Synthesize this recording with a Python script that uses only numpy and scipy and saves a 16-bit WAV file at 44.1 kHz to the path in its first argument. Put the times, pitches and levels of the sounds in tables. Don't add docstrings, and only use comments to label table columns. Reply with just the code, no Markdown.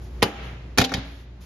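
import sys
import numpy as np
from scipy import signal
from scipy.fft import rfft, irfft
from scipy.io import wavfile
from scipy.ndimage import uniform_filter1d, minimum_filter1d

SR = 44100
rng = np.random.default_rng(int(sys.argv[2]) if len(sys.argv) > 2 else 0)


def log_audio(samples):
    frames = np.atleast_2d(samples).T
    limited = np.clip(frames, -1, 1)
    pcm = np.round(limited * 32767).astype(np.int16)
    wavfile.write(sys.argv[1], SR, pcm)


N = 63945

# frequency [Hz], level before the slow level curve [dB].
HUM_LINES = [(59.2, -34.5), (119.5, -47.5), (181, -58.5), (362, -57.5)]
# time [s], gain [dB].
BACKGROUND_LEVEL = [(0, -2), (.1, -2), (.25, 2), (.5, -0.5), (.72, -2.5), (.93, -5), (1.05, -3),
                    (1.25, -8.5), (1.45, -5.5)]
# frequency [Hz], relative density [dB per Hz].
AIR_COLOUR = [(25, -18), (50, -2), (110, -2), (250, -12), (500, -19), (1000, -26), (2000, -32), (4000, -38),
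              (7000, -46), (13000, -61)]
HUM_WAVER_DB, AIR_DB = .8, -40.5

# start [s], length before release [s], level [dB].
HISS_SWELLS = [(.008, 0.059, -57), (0.099, 0.36, -64), (0.423, 0.098, -64), (1.04, 0.18, -61.5),
               (1.403, .12, -54)]
# frequency [Hz], relative density [dB per Hz].
HISS_COLOUR = [(200, -5), (1500, -5.5), (4000, -7.5), (6800, -8), (8400, -23), (11000, -8.5),
               (13000, -16.5)]
HISS_ATTACK_S, HISS_RELEASE_S = 0.013, 0.046

# start [s], level [dB],
# body [dB], presence [dB], top [dB], chatter length [s], left minus right [dB]; levels are relative.
FIRST_CLANK = [(.2222, -21, -24, -5.5, -17, 0.0028, -33), (.2262, 1, 7.5, 1.5, 2.5, 0.001, 2.5),
               (.2305, -11.5, 7, 6.5, 11.5, 0.0013, -2.5)]
# start [s], level [dB], body [dB], presence [dB],
# top [dB], chatter length [s], left minus right [dB]; levels are relative.
LATCH_BLOWS = [(.7755, -24, 13, 1.5, -1, 0.004, -7.5), (.779, -21.5, 15.5, -4.5, 11.5, 0.009, 5),
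               (.7835, -4, 6.5, 0.5, 4.5, 0.0039, 0.5), (.801, -16, 10.5, 1.5, 2.5, 0.0064, -9.5),
               (.8142, -9, 8, -1, -4, 0.0053, 4.5), (.8405, -29, 10, 12, 9, 0.0068, 13.5),
               (.846, -21, 0.5, 7, 5, 0.0029, -6.5), (.893, -35.5, -8, 6, -4, 0.0015, 5),
               (.9185, -18.5, 7, -18.5, -15, 0.0063, 1), (.939, -26.5, 4.5, 12, 4, 0.0015, 2),
               (.9485, -27.5, 4.5, -28, -7, 0.0049, -4), (.970, -29, 5.5, -52, -11, 0.021, 6)]
# frequency [Hz], relative level [dB], 60 dB decay time [s].
STOP_MODES = [(209.7, -2.5, 0.41), (297.5, -4, .25), (379.5, 6.5, 0.15), (445, -13, 0.095), (542.5, 0, 0.2),
              (664, -8, .16), (802, -2.5, 0.49), (839.5, 7.5, 0.17), (1187, -2, 0.15), (1308, -8.5, 0.65),
              (1540, 4, 0.091), (2040, 5, 0.045), (2680, -5, .12), (2996, 1, 0.13)]
# frequency [Hz], relative level [dB], 60 dB decay time [s].
LATCH_MODES = [(171, -4, 0.51), (257.2, 3.5, .3), (279, -9, 0.73), (382.2, -15.5, 0.067), (461, -7.5, 0.23),
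               (492.3, -10.5, 0.29), (544.4, 0.5, 0.13), (672, -6.5, 0.11), (787, 1, 0.33), (1700, -1, .14),
               (1744, -4, .15), (2910, -2.5, .15), (3750, 7, 0.098), (4888, 0, .17)]
# frequency [Hz], relative density [dB per Hz].
STOP_COLOUR = [(50, -19.5), (150, -2.5), (350, -4.5), (750, -5), (1600, -4), (3000, -5.5), (4500, -15.5),
               (6700, -17.5), (8400, -28), (11000, -22.5), (12700, -26), (15000, -47)]
# frequency [Hz], relative density [dB per Hz].
LATCH_COLOUR = [(70, -28), (250, -13.5), (550, -4), (1200, -7.5), (1700, -3), (2700, -7), (3800, -5.5),
                (6800, -14.5), (8400, -23), (10000, -24), (12500, -22), (15000, -62.5)]
STOP_DB, STOP_RING_DB, STOP_ROOM_DB, STOP_T60_S = 19.5, -22.5, 20.5, 0.047
LATCH_DB, LATCH_RING_DB, LATCH_ROOM_DB, LATCH_T60_S = 23, -17, 23, .04
TREBLE_HZ, DAMPING_SLOPE = 3540, 0.065
BODY_HZ, BODY_OCTAVES, PRESENCE_HZ, PRESENCE_OCTAVES, BRIGHT_HZ = 417, 1, 3620, 0.82, 8200
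CHATTER_DB, CHATTER_LOW_HZ = 1, 896
EVEN_HZ = 150
WIDTH, WIDE_HZ = 0.53, 500

# frequency [Hz], gain [dB].
ROOM_COLOUR = [(80, -4), (250, 8.5), (800, 2), (2000, -0.5), (4000, -2), (7000, -2), (12000, -5)]
# frequency [Hz], 60 dB decay time [s].
ROOM_T60 = [(100, 0.35), (500, 0.59), (2500, 0.92), (6000, 0.66), (12000, 0.3)]
ROOM_DB, ROOM_BUILD_S, ROOM_WIDTH = -15.5, 0.032, 0.94
EARLY_DB, EARLY_T60_S = -11, 0.15

# start [s], relative level [dB].
JOLTS = [(0.2307, -0.5), (0.7936, 1), (0.817, -6), (0.947, -15), (0.98, -19)]
# frequency [Hz], relative level [dB], 60 dB decay time [s].
FRAME_MODES = [(116.5, 0.5, 0.071), (178.7, -1.5, 0.084)]
FRAME_DB = -4.5

NOTCH_HZ, NOTCH_WIDTH_HZ, NOTCH_DB, LOW_CUT_HZ = 8350, 687, -18.5, 38
LIMIT_DB, HOLD_S, RELEASE_DB_PER_S, LOOKAHEAD_S, DETECT_S = -9, 0.099, 79, 0.0028, .005
CEILING, TOP_HZ = .92, 13300


def undb(db):
    return 10 ** (np.asarray(db) / 20)


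def clock():
    return np.arange(N) / SR


def along(points, hz):
    point_hz, values = np.array(points, float).T
    return np.interp(np.log(hz + 1), np.log(point_hz), values)


def shape(x, db_of):
    hz = np.arange(N + 1) * SR / (2 * N)
    return irfft(rfft(x, 2 * N) * undb(db_of(hz)))[..., :N]


def noise(colour, width):
    hz = np.fft.rfftfreq(N, 1 / SR)
    mid, side = rfft(rng.standard_normal((2, N)))
    side = side * width * hz ** 2 / (hz ** 2 + WIDE_HZ ** 2)
    x = irfft(np.array([mid + side, mid - side]) * undb(along(colour, hz)), N)
    return x / x.std()


def background():
    t, hum = clock(), 0
    knots = np.linspace(0, t[-1], num=16)
    for hz, db in HUM_LINES:
        waver_db = HUM_WAVER_DB * np.interp(t, knots, rng.standard_normal(size=16))
        line = np.sin(2 * np.pi * (hz * t + rng.random()))
        hum = hum + np.sqrt(2) * undb(db + waver_db) * line
    air = undb(AIR_DB) * noise(AIR_COLOUR, ROOM_WIDTH)
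    return (hum + air) * undb(np.interp(t, *np.array(BACKGROUND_LEVEL).T))


def faint_hiss():
    t, level = clock(), 0
    for start, length, db in HISS_SWELLS:
        end = start + length
        corners = [start, start + HISS_ATTACK_S, end, end + HISS_RELEASE_S]
        level = level + undb(db) * np.interp(t, corners, [0.0025, 1, 0.89, 0])
    return level * noise(HISS_COLOUR, WIDTH)


def contact_db(hz, body_db, presence_db, top_db):
    def hump(centre, octaves):
        return np.exp(-(np.log2((hz + 1) / centre) / octaves) ** 2)

    body = body_db * hump(BODY_HZ, BODY_OCTAVES)
    presence = presence_db * hump(PRESENCE_HZ, PRESENCE_OCTAVES)
    top = top_db * hz ** 6 / (hz ** 6 + BRIGHT_HZ ** 6)
    return body + presence + top


def convolve(x, response):
    return signal.fftconvolve(np.atleast_2d(x), response, axes=1)[:, :N]


def part(rows, dense, modes, room):
    t, near, contacts = clock(), 0, 0
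    high_pass = signal.butter(2, CHATTER_LOW_HZ, "high", fs=SR)
    for start, db, body_db, presence_db, top_db, length, pan_db in rows:
        age = t - start
        chatter = rng.standard_normal(N) * (age > 0) * np.exp(-(age / length) ** 2)
        chatter = signal.lfilter(*high_pass, chatter)
        contact = signal.unit_impulse(N, int(start * SR))
        force = contact + undb(CHATTER_DB) * chatter / np.sqrt(np.sum(chatter ** 2))
        pair = np.array([force, contact])
        force, contact = undb(db) * shape(pair, lambda hz: contact_db(hz, body_db, presence_db, top_db))
        near = near + force * undb(np.array([[pan_db], [-pan_db]]) / 2)
        contacts = contacts + contact
    return convolve(near, dense) + convolve(contacts, modes + room)


def fade(x, t60_of):
    centres = 2. ** np.arange(6, 15)
    hz, spec, out = np.fft.rfftfreq(N, 1 / SR), rfft(x), 0
    for centre, pick in zip(centres, np.eye(len(centres))):
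        weight = along(list(zip(centres, pick)), hz)
        decay = np.exp(-np.log(1000) * clock() / t60_of(centre))
        out = out + irfft(spec * weight, N) * decay
    return out / np.sqrt(np.sum(out ** 2) / 2)


def even(x, colour):
    hz, spec = np.fft.rfftfreq(N, 1 / SR), rfft(x)
    bins = int(EVEN_HZ * N / SR)
    power = uniform_filter1d(uniform_filter1d(np.abs(spec) ** 2, bins), bins)
    flat = spec / np.sqrt(np.abs(power) + 1e-12)
    x = irfft(flat * undb(along(colour, hz)), N) * (clock() < .5)
    return x / np.sqrt(np.sum(x ** 2) / 2)


def crack(colour, t60):
    burst = fade(noise(colour, WIDTH), lambda hz: t60 * (TREBLE_HZ / hz) ** DAMPING_SLOPE)
    return even(burst, colour)


def ring(modes):
    t, out = clock(), 0
    draws = 2 * rng.random((len(modes), 2)) - 1
    for (hz, db, t60), (turn, phase) in zip(modes, draws):
        lag = turn * np.array([[1], [-1]]) + np.pi * phase
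        lag = lag * hz ** 2 / (hz ** 2 + WIDE_HZ ** 2)
        out = out + undb(db) * np.sin(2 * np.pi * hz * t + lag) * np.exp(-np.log(1000) * t / t60)
    return out


def workshop(colour, db):
    build = 1 - np.exp(-clock() / ROOM_BUILD_S)
    early = fade(noise(colour, ROOM_WIDTH) * build, lambda hz: EARLY_T60_S)
    late = fade(noise(colour, ROOM_WIDTH) * build, lambda hz: along(ROOM_T60, hz))
    both = undb(EARLY_DB) * early + undb(ROOM_DB) * late
    return shape(both, lambda hz: db + along(ROOM_COLOUR, hz))


def frame():
    push = np.zeros(N)
    for start, db in JOLTS:
        push[int(start * SR)] += undb(db + FRAME_DB)
    return convolve(push, ring(FRAME_MODES))


def scene():
    stop = part(FIRST_CLANK, undb(STOP_DB) * crack(STOP_COLOUR, STOP_T60_S),
                undb(STOP_RING_DB) * ring(STOP_MODES), workshop(STOP_COLOUR, STOP_ROOM_DB))
    latch = part(LATCH_BLOWS, undb(LATCH_DB) * crack(LATCH_COLOUR, LATCH_T60_S),
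                 undb(LATCH_RING_DB) * ring(LATCH_MODES), workshop(LATCH_COLOUR, LATCH_ROOM_DB))
    return stop + latch + frame() + background() + faint_hiss()


def record(dry):
    x = shape(dry, lambda hz: NOTCH_DB * np.exp(-((hz - NOTCH_HZ) / NOTCH_WIDTH_HZ) ** 2))
    x = signal.sosfilt(signal.butter(2, LOW_CUT_HZ, "high", fs=SR, output="sos"), x)

    power = uniform_filter1d(np.mean(x ** 2, axis=0), int(DETECT_S * SR))
    over_db = np.maximum(10 * np.log10(np.abs(power) + 1e-12) - LIMIT_DB, 0)
    hold, ahead = int(HOLD_S * SR), int(LOOKAHEAD_S * SR)
    held_db = -minimum_filter1d(-over_db, hold, origin=(hold - 1) // 2, mode="constant")
    recovery_db = RELEASE_DB_PER_S * clock()
    duck_db = np.maximum.accumulate(held_db + recovery_db) - recovery_db
    widened_db = -minimum_filter1d(-duck_db, ahead)
    x = x * undb(-uniform_filter1d(widened_db, ahead))

    x = x / (1 + (x / CEILING) ** 8) ** (1 / 8)
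    return signal.sosfilt(signal.ellip(8, .2, 70, TOP_HZ, fs=SR, output="sos"), x)


dry = scene()
out = record(dry)
log_audio(out)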